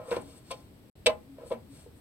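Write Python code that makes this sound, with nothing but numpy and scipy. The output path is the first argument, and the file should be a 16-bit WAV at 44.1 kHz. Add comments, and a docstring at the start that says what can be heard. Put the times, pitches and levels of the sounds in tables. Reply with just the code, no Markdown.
"""A socket spanner turns the nut on a scooter's shock absorber, close to a phone in a workshop.
The socket judders on the nut in runs of pulses that drum the body panel. It clinks as it is lifted off
and clanks back on: each blow rings the steel and the panel. Steel scrapes softly as filtered grains.
Faint hums swell over a steady noise rumble; bodywork and room echo the tool.
The sound drops out briefly in the middle."""
import sys
import numpy as np
from scipy import signal
from scipy.fft import rfft, irfft
from scipy.io import wavfile
from scipy.ndimage import uniform_filter1d, map_coordinates

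SR = 44100
rng = np.random.default_rng(int(sys.argv[2]) if len(sys.argv) > 2 else 0)


def materialize(psi):
    """Save the field psi as 16-bit PCM at rate SR to the path in sys.argv[1].

    A 1-D psi becomes a single channel; in a 2-D psi each row is a channel.
    """
    bounded = np.clip(np.atleast_2d(psi).T, -1, 1)
    quanta = np.round(bounded * 32767).astype(np.int16)
    wavfile.write(sys.argv[1], SR, quanta)


N = 88244  # length of the scene [samples]


def db_to_gain(db):
    """Turn decibels into a plain multiplier."""
    return 10 ** (np.asarray(db) / 20)


def level(x, db):
    """Set the rms level of a steady sound."""
    return x * db_to_gain(db) / np.sqrt(np.mean(x ** 2))


def blow(x, db):
    """Give a short sound the energy that 10 ms of steady sound at this level would have."""
    return x * db_to_gain(db) * np.sqrt(0.010 * SR / np.sum(x ** 2))


def add(out, x, start):
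    """Mix a sound in at a time [s]; whatever falls outside the scene is cut off."""
    i = int(start * SR)
    x, i = x[max(-i, 0):], max(i, 0)
    out[i:i + len(x)] += x[:len(out) - i]


def half_second():
    """Time axis [s] for one short sound."""
    return np.arange(SR // 2) / SR


def colour(x, points):
    """Shape the spectrum through (frequency [Hz], level [dB]) points without smearing sound ahead in time."""
    size = 2048
    hz, db = np.array(points).T
    log_hz = np.log(np.fft.rfftfreq(size, 1 / SR) + 1)
    gain = db_to_gain(np.interp(log_hz, np.log(hz), db))
    # folding the cepstrum makes the filter minimum phase: it answers at once
    cepstrum = irfft(np.log(gain))
    cepstrum[1:size // 2] *= 2
    cepstrum[size // 2 + 1:] = 0
    response = irfft(np.exp(rfft(cepstrum)))
    return signal.fftconvolve(x, response)[:len(x)]


def ring(x, modes):
    """Drive an object's modes: each is a sine that dies away by 60 dB in its own time."""
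    t = half_second()
    response = np.zeros(len(t))
    for k, (hz, db, t60) in enumerate(modes):
        sign = (-1) ** k  # neighbouring modes start in opposite directions
        response += sign * db_to_gain(db - 60 * t / t60) * np.sin(2 * np.pi * hz * t)
    return signal.fftconvolve(x, response)[:len(x)]


def grains(size, rate):
    """Tiny impacts at random times, of either sign and uneven strength; rate is the mean per second."""
    hits = rng.random(size) < rate / SR
    signs = rng.choice([-1, 1], size)
    strengths = db_to_gain(2 * rng.standard_normal(size))  # 2 dB spread
    return level(hits * signs * strengths, 0)


def swell(middle, half):
    """A smooth bell-shaped rise and fall over time."""
    return np.exp(-2 * ((np.arange(N) / SR - middle) / half) ** 2)


# modes of the body panel and frame: (frequency [Hz], relative level [dB], time to fall 60 dB [s])
PANEL_MODES = [(235, -14, .16), (462, 0, .11), (500, -1, .13), (530, -8, .11), (565, -9, .14),
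               (620, -1, .14), (700, -6, .09), (778, -4, .1), (834, -7, .16), (915, -12, .12),
               (1035, -8, .15), (1170, -11, .1), (1265, -10, .1), (1410, -16, .1)]
# modes of the spanner and socket: (frequency [Hz], relative level [dB], time to fall 60 dB [s])
STEEL_MODES = [(2040, -17, .11), (2220, -12, .07), (2380, -3, .07), (2645, 0, .035), (2930, -3, .045),
               (3155, -4, .05), (3400, -3, .035), (3840, 1, .045), (4150, -6, .035), (4900, -9, .035),
               (5170, -9, .035), (5800, -14, .035)]
# colour of the short tick of a blow: (frequency [Hz], relative level [dB])
TICK_COLOUR = [(300, -6.5), (1000, -10), (1800, -7), (2500, -0.5), (4000, 1), (5200, -3), (7000, -13.5),
               (8300, -9), (10000, -21.5), (15000, -23)]
# steel strikes steel; levels are relative:
# (time [s], chatter length [s], panel level [dB], steel level [dB], tick level [dB],
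#  leading mode [Hz], leading mode level [dB])
CLINK_EVENTS = [(-0.03, 0.0027, -25.5, -56, -77, 834, -43), (0.109, 0.0043, -69, -66, -47, 3840, -50),
                (0.163, 0.0063, -34.5, -58, -43.5, 1035, -58),
                (0.5069, 0.0025, -49.5, -46.5, -54, 1035, -37), (0.511, 0.016, -39, -48.5, -40, 700, -39.5),
                (0.5145, 0.0081, -47, -52, -47, 530, -38.5), (1.06, 0.0054, -27.5, -23.5, -28.5, 620, -22),
                (1.065, 0.0054, -23.5, -20.5, -22.5, 3840, -23.5),
                (1.0712, 0.0063, -28.5, -32, -34.5, 834, -32.5),
                (1.094, 0.012, -34.5, -53, -44.5, 1035, -36.5), (1.5048, 0.0056, -45, -64, -59, 778, -41),
                (1.5166, 0.0074, -43.5, -48.5, -61, 778, -36)]
CHATTER_PER_S = 4100  # also the rate of the grit in a slip
CHATTER_DB = 5.5  # against the first hard contact


def clinks():
    """A hard contact and its chatter ring the steel and the panel; where the blow lands, one mode leads."""
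    out, t = np.zeros(N), half_second()
    contact = 1. * (t == 0)
    for start, length, panel_db, steel_db, tick_db, lead_hz, lead_db in CLINK_EVENTS:
        chatter = grains(len(t), CHATTER_PER_S) * np.exp(-(t / length) ** 2)
        force = blow(chatter, CHATTER_DB) + blow(contact, 0)
        panel = blow(ring(force, PANEL_MODES), panel_db)
        steel = blow(ring(force, STEEL_MODES), steel_db)
        tick_noise = rng.standard_normal(len(t)) * np.exp(-t / length)
        tick = blow(colour(tick_noise, TICK_COLOUR), tick_db)
        lead_mode = min(PANEL_MODES + STEEL_MODES, key=lambda mode: abs(mode[0] - lead_hz))
        lead = blow(ring(contact, [lead_mode]), lead_db)
        add(out, panel + steel + tick + lead, start)
    return out


# colour of gritty contact, in scrapes and slips: (frequency [Hz], relative level [dB])
GRIT_COLOUR = [(60, -30), (120, -21), (220, -4), (330, -7), (520, -6), (750, 1.5), (1100, -4), (1600, -11),
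               (2500, -13.5), (4000, -23), (7000, -30), (15000, -35.5)]
# colour of the sliding hiss: (frequency [Hz], relative level [dB])
HISS_COLOUR = [(500, -6.5), (2000, -4), (3200, -1.5), (4400, 0.5), (6500, -5), (8500, -2.5), (11000, -13.5),
               (15500, -13)]
# colour of the finest friction noise: (frequency [Hz], relative level [dB])
FIZZ_COLOUR = [(3000, -27), (6000, -14), (8000, 4.5), (10000, 4), (15000, -24)]
# steel slides on steel; levels are relative:
# (middle time [s], half length [s], panel level [dB], hiss level [dB], fizz level [dB])
SCRAPE_EVENTS = [(0.01, .06, -44, -75, -81), (0.102, 0.056, -43, -59.5, -59),
                 (0.15, 0.078, -55, -59.5, -68), (0.218, 0.0066, -70, -74, -56),
                 (0.30, 0.14, -58.5, -60.5, -65.5), (0.375, 0.026, -80, -75, -63),
                 (0.487, 0.052, -72, -63.5, -78), (0.514, 0.01, -42.5, -48, -46),
                 (0.57, 0.11, -60.5, -63.5, -83), (1.419, 0.058, -54.5, -72, -85),
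                 (1.481, 0.033, -72, -61, -58.5), (1.526, 0.026, -50.5, -62, -62),
                 (1.779, 0.1, -67, -60, -62.5), (1.978, 0.026, -70, -83, -67)]
RUB_GRAINS_PER_S, HISS_GRAINS_PER_S = 2000, 9000


def scrapes():
    """Rough steel slides: tiny impacts make a grainy rub in the panel, a hiss and a fine fizz."""
    panel_rub = level(ring(grains(N, RUB_GRAINS_PER_S), PANEL_MODES), 0)
    grit = level(colour(grains(N, RUB_GRAINS_PER_S), GRIT_COLOUR), -10)
    rub = panel_rub + grit
    hiss = level(colour(grains(N, HISS_GRAINS_PER_S), HISS_COLOUR), 0)
    fizz = level(colour(grains(N, HISS_GRAINS_PER_S), FIZZ_COLOUR), 0)
    out = np.zeros(N)
    for middle, half, panel_db, hiss_db, fizz_db in SCRAPE_EVENTS:
        friction = db_to_gain(panel_db) * rub + db_to_gain(hiss_db) * hiss + db_to_gain(fizz_db) * fizz
        out += swell(middle, half) * friction
    return out


# colour of the background rumble: (frequency [Hz], relative level [dB])
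AIR_COLOUR = [(20, -14.5), (40, -9), (70, 2), (125, 2), (170, -4), (270, -4.5), (420, -12.5), (1000, -23),
              (1600, -30.5), (4400, -33), (6500, -40.5), (10000, -35), (15500, -39)]
AIR_DB = -53  # rms over both sides, before the port colours
AIR_SPREAD_HZ = 790  # the two sides grow more different above this


def air():
    """Steady background rumble from coloured noise, nearly alike on both sides in the bass."""
    mid = colour(rng.standard_normal(N), AIR_COLOUR)
    side = colour(rng.standard_normal(N), AIR_COLOUR)
    low_cut = signal.butter(1, AIR_SPREAD_HZ, "high", fs=SR, output="sos")
    side = 0.083 * side + 1.03 * signal.sosfilt(low_cut, side)
    return level(np.array([mid + side, mid - side]), AIR_DB)


# the socket slips on the nut; levels are relative:
# (time [s], length [s], judder rate [Hz], panel level [dB], grit level [dB])
SLIP_EVENTS = [(0.083, 0.0214, 507, -42.5, -56), (0.1138, 0.0184, 495, -22, -29),
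               (0.145, 0.0014, 480, -44, -40.5), (0.157, 0.0083, 473, -41.5, -46),
               (0.1672, 0.0035, 494, -26.5, -40), (0.196, 0.0098, 440, -49, -50),
               (1.0687, 0.0086, 468, -21.5, -35), (1.087, .012, 614, -26, -35.5),
               (1.384, .004, 560, -45, -57), (1.411, 0.0144, 497, -43.5, -56.5),
               (1.434, 0.0054, 550, -43, -59), (1.46, 0.0093, 505, -45.5, -74),
               (1.5091, 0.0068, 531, -32.5, -51), (1.5141, 0.012, 505.4, -24, -36.5),
               (1.862, 0.011, 460, -45, -73)]
JUDDER_JITTER = 0.045  # spread of the gaps between pulses [share of a gap]
JUDDER_SCATTER_DB = -0.5  # random spread of the pulse strengths [dB]; the sign makes no difference
BREAKAWAY_DB = 3  # boost of the first pulse, as the socket breaks away
PANEL_RING_DB = -9.5  # panel modes against the drumming at the judder rate
GRIT_DECAY_S = 0.019  # fall to about a third once the slip is over


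def slips():
    """Short runs of stick-slip pulses drum the panel, with a crunch of grit."""
    out, t = np.zeros(N), half_second()
    for start, length, hz, panel_db, grit_db in SLIP_EVENTS:
        gap_chance, size_chance = rng.standard_normal((16, 2)).T  # up to 16 pulses
        times = np.cumsum(1 + JUDDER_JITTER * gap_chance) / hz
        boost_db = BREAKAWAY_DB * (times == times[0])
        sizes = db_to_gain(JUDDER_SCATTER_DB * size_chance + boost_db)
        pulses = np.zeros(len(t))
        for when, size in zip(times - times[0], sizes):
            still_slipping = np.clip((length - when) * hz, 0, 1)
            add(pulses, np.hanning(SR // 700) * size * still_slipping, when)
        drum = signal.lfilter(*signal.iirpeak(hz, 1.3, fs=SR), pulses)
        panel = blow(ring(pulses, PANEL_MODES), PANEL_RING_DB) + blow(drum, 0)
        grit_fade = np.exp(-np.maximum(t - length, 0) / GRIT_DECAY_S)
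        grit = colour(grains(len(t), CHATTER_PER_S) * grit_fade, GRIT_COLOUR)
        add(out, blow(panel, panel_db) + blow(grit, grit_db), start)
    return out


# a faint low hum swells, level at its middle before the port colours:
# (middle time [s], half length [s], pitch [Hz], level [dB])
HUM_EVENTS = [(0.247, 0.13, 279, -53.5), (1.326, 0.079, 273, -50), (1.57, 0.044, 232.3, -49.5),
              (1.716, 0.043, 276, -51)]


def hums():
    """A faint low tone, a plain sine, comes and goes."""
    t = np.arange(N) / SR
    out = np.zeros(N)
    for middle, half, hz, db in HUM_EVENTS:
        out += swell(middle, half) * level(np.sin(2 * np.pi * hz * t), db)
    return out


NEAR_DB, NEAR_DECAY_S, NEAR_HZ = -3.5, 0.0012, 750  # level before the low cut, decay, lower edge


def bodywork(x):
    """Very early reflections off the panel and the hand: a tiny burst of random echoes, new on each call."""
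    t = np.arange(SR // 50) / SR
    scatter = rng.standard_normal(len(t)) * t * np.exp(-t / NEAR_DECAY_S)
    scatter = scatter / np.sqrt(np.sum(scatter ** 2))
    low_cut = signal.butter(2, NEAR_HZ, "high", fs=SR, output="sos")
    scatter = signal.sosfilt(low_cut, scatter)
    return db_to_gain(NEAR_DB) * signal.fftconvolve(x, scatter)[:N]


# workshop echo, band by band: (frequency [Hz], relative level [dB], time to fall 60 dB [s])
ROOM_BANDS = [(200, -0.5, 0.4), (446, -10.5, 0.29), (700, -3, 0.18), (1100, -5, 0.23), (2520, -11, 0.13),
              (5000, -14, 0.052), (11000, -19, 0.31)]
ROOM_DELAY_S = .004


def workshop(x):
    """Short diffuse echo from nearby surfaces, for one side: noise whose bands die away at their own pace."""
    t = half_second()
    noise = rfft(rng.standard_normal(len(t)))
    log_hz = np.log(np.fft.rfftfreq(len(t), 1 / SR) + 1)
    log_centres = np.log(np.array(ROOM_BANDS)[:, 0])
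    tail = np.zeros(len(t))
    # each band's share is 1 at its own centre and 0 at the others
    for share, (hz, db, t60) in zip(np.eye(len(ROOM_BANDS)), ROOM_BANDS):
        band = irfft(noise * np.interp(log_hz, log_centres, share), len(t))
        fade = np.exp(-np.log(1000) * t / t60) * (t > ROOM_DELAY_S)
        tail += db_to_gain(db) * band * fade / np.sqrt(np.sum(fade ** 2))
    return signal.fftconvolve(x, tail)[:N]


PORT_LAG_S = .00009  # the left port hears the tool this much later
TOOL_DB = -2.5  # shared by all the tool's sounds and their echoes


def scene():
    """The tool's sound reaches the right port first; bodywork and room reflect it."""
    tool = slips() + clinks() + scrapes()
    late = map_coordinates(tool, [np.arange(N) - PORT_LAG_S * SR])
    sides = []
    for direct in (late, tool):  # left, right
        sides.append(db_to_gain(TOOL_DB) * (direct + bodywork(tool) + workshop(tool)))
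    return np.array(sides) + hums() + air()


# colour of the left microphone port: (frequency [Hz], level [dB])
LEFT_PORT_COLOUR = [(100, -1.5), (220, 2), (450, 0), (1000, -0.5), (2000, 2), (5000, -1), (6800, -1.5),
                    (8150, 10), (9200, 0), (10800, -1), (12000, 6.5), (15000, -2)]
# colour of the right microphone port: (frequency [Hz], level [dB])
RIGHT_PORT_COLOUR = [(100, -1.5), (220, -2), (450, 0), (1000, -3.5), (2000, 1.5), (5000, 1), (6300, -0.5),
                     (7400, -13.5), (10000, -14.5), (12000, -5.5), (15000, 1)]
DROPOUT_START_S, DROPOUT_END_S, DROPOUT_DB = .899, .955, -52
TOP_HZ = 15900  # nearly nothing is left above this


def record(dry):
    """Each port colours the sound; it drops out briefly, and the top is cut."""
    t = np.arange(N) / SR
    dropped = (t > DROPOUT_START_S) & (t < DROPOUT_END_S)
    gain = np.where(dropped, db_to_gain(DROPOUT_DB), 1.)
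    gain = uniform_filter1d(gain, size=128)  # soft edges of about 3 ms
    left = colour(dry[0], LEFT_PORT_COLOUR)
    right = colour(dry[1], RIGHT_PORT_COLOUR)
    heard = np.array([left, right]) * gain
    top_cut = signal.ellip(10, .2, 80, TOP_HZ, fs=SR, output="sos")
    return signal.sosfilt(top_cut, heard)


dry = scene()
out = record(dry)
materialize(out)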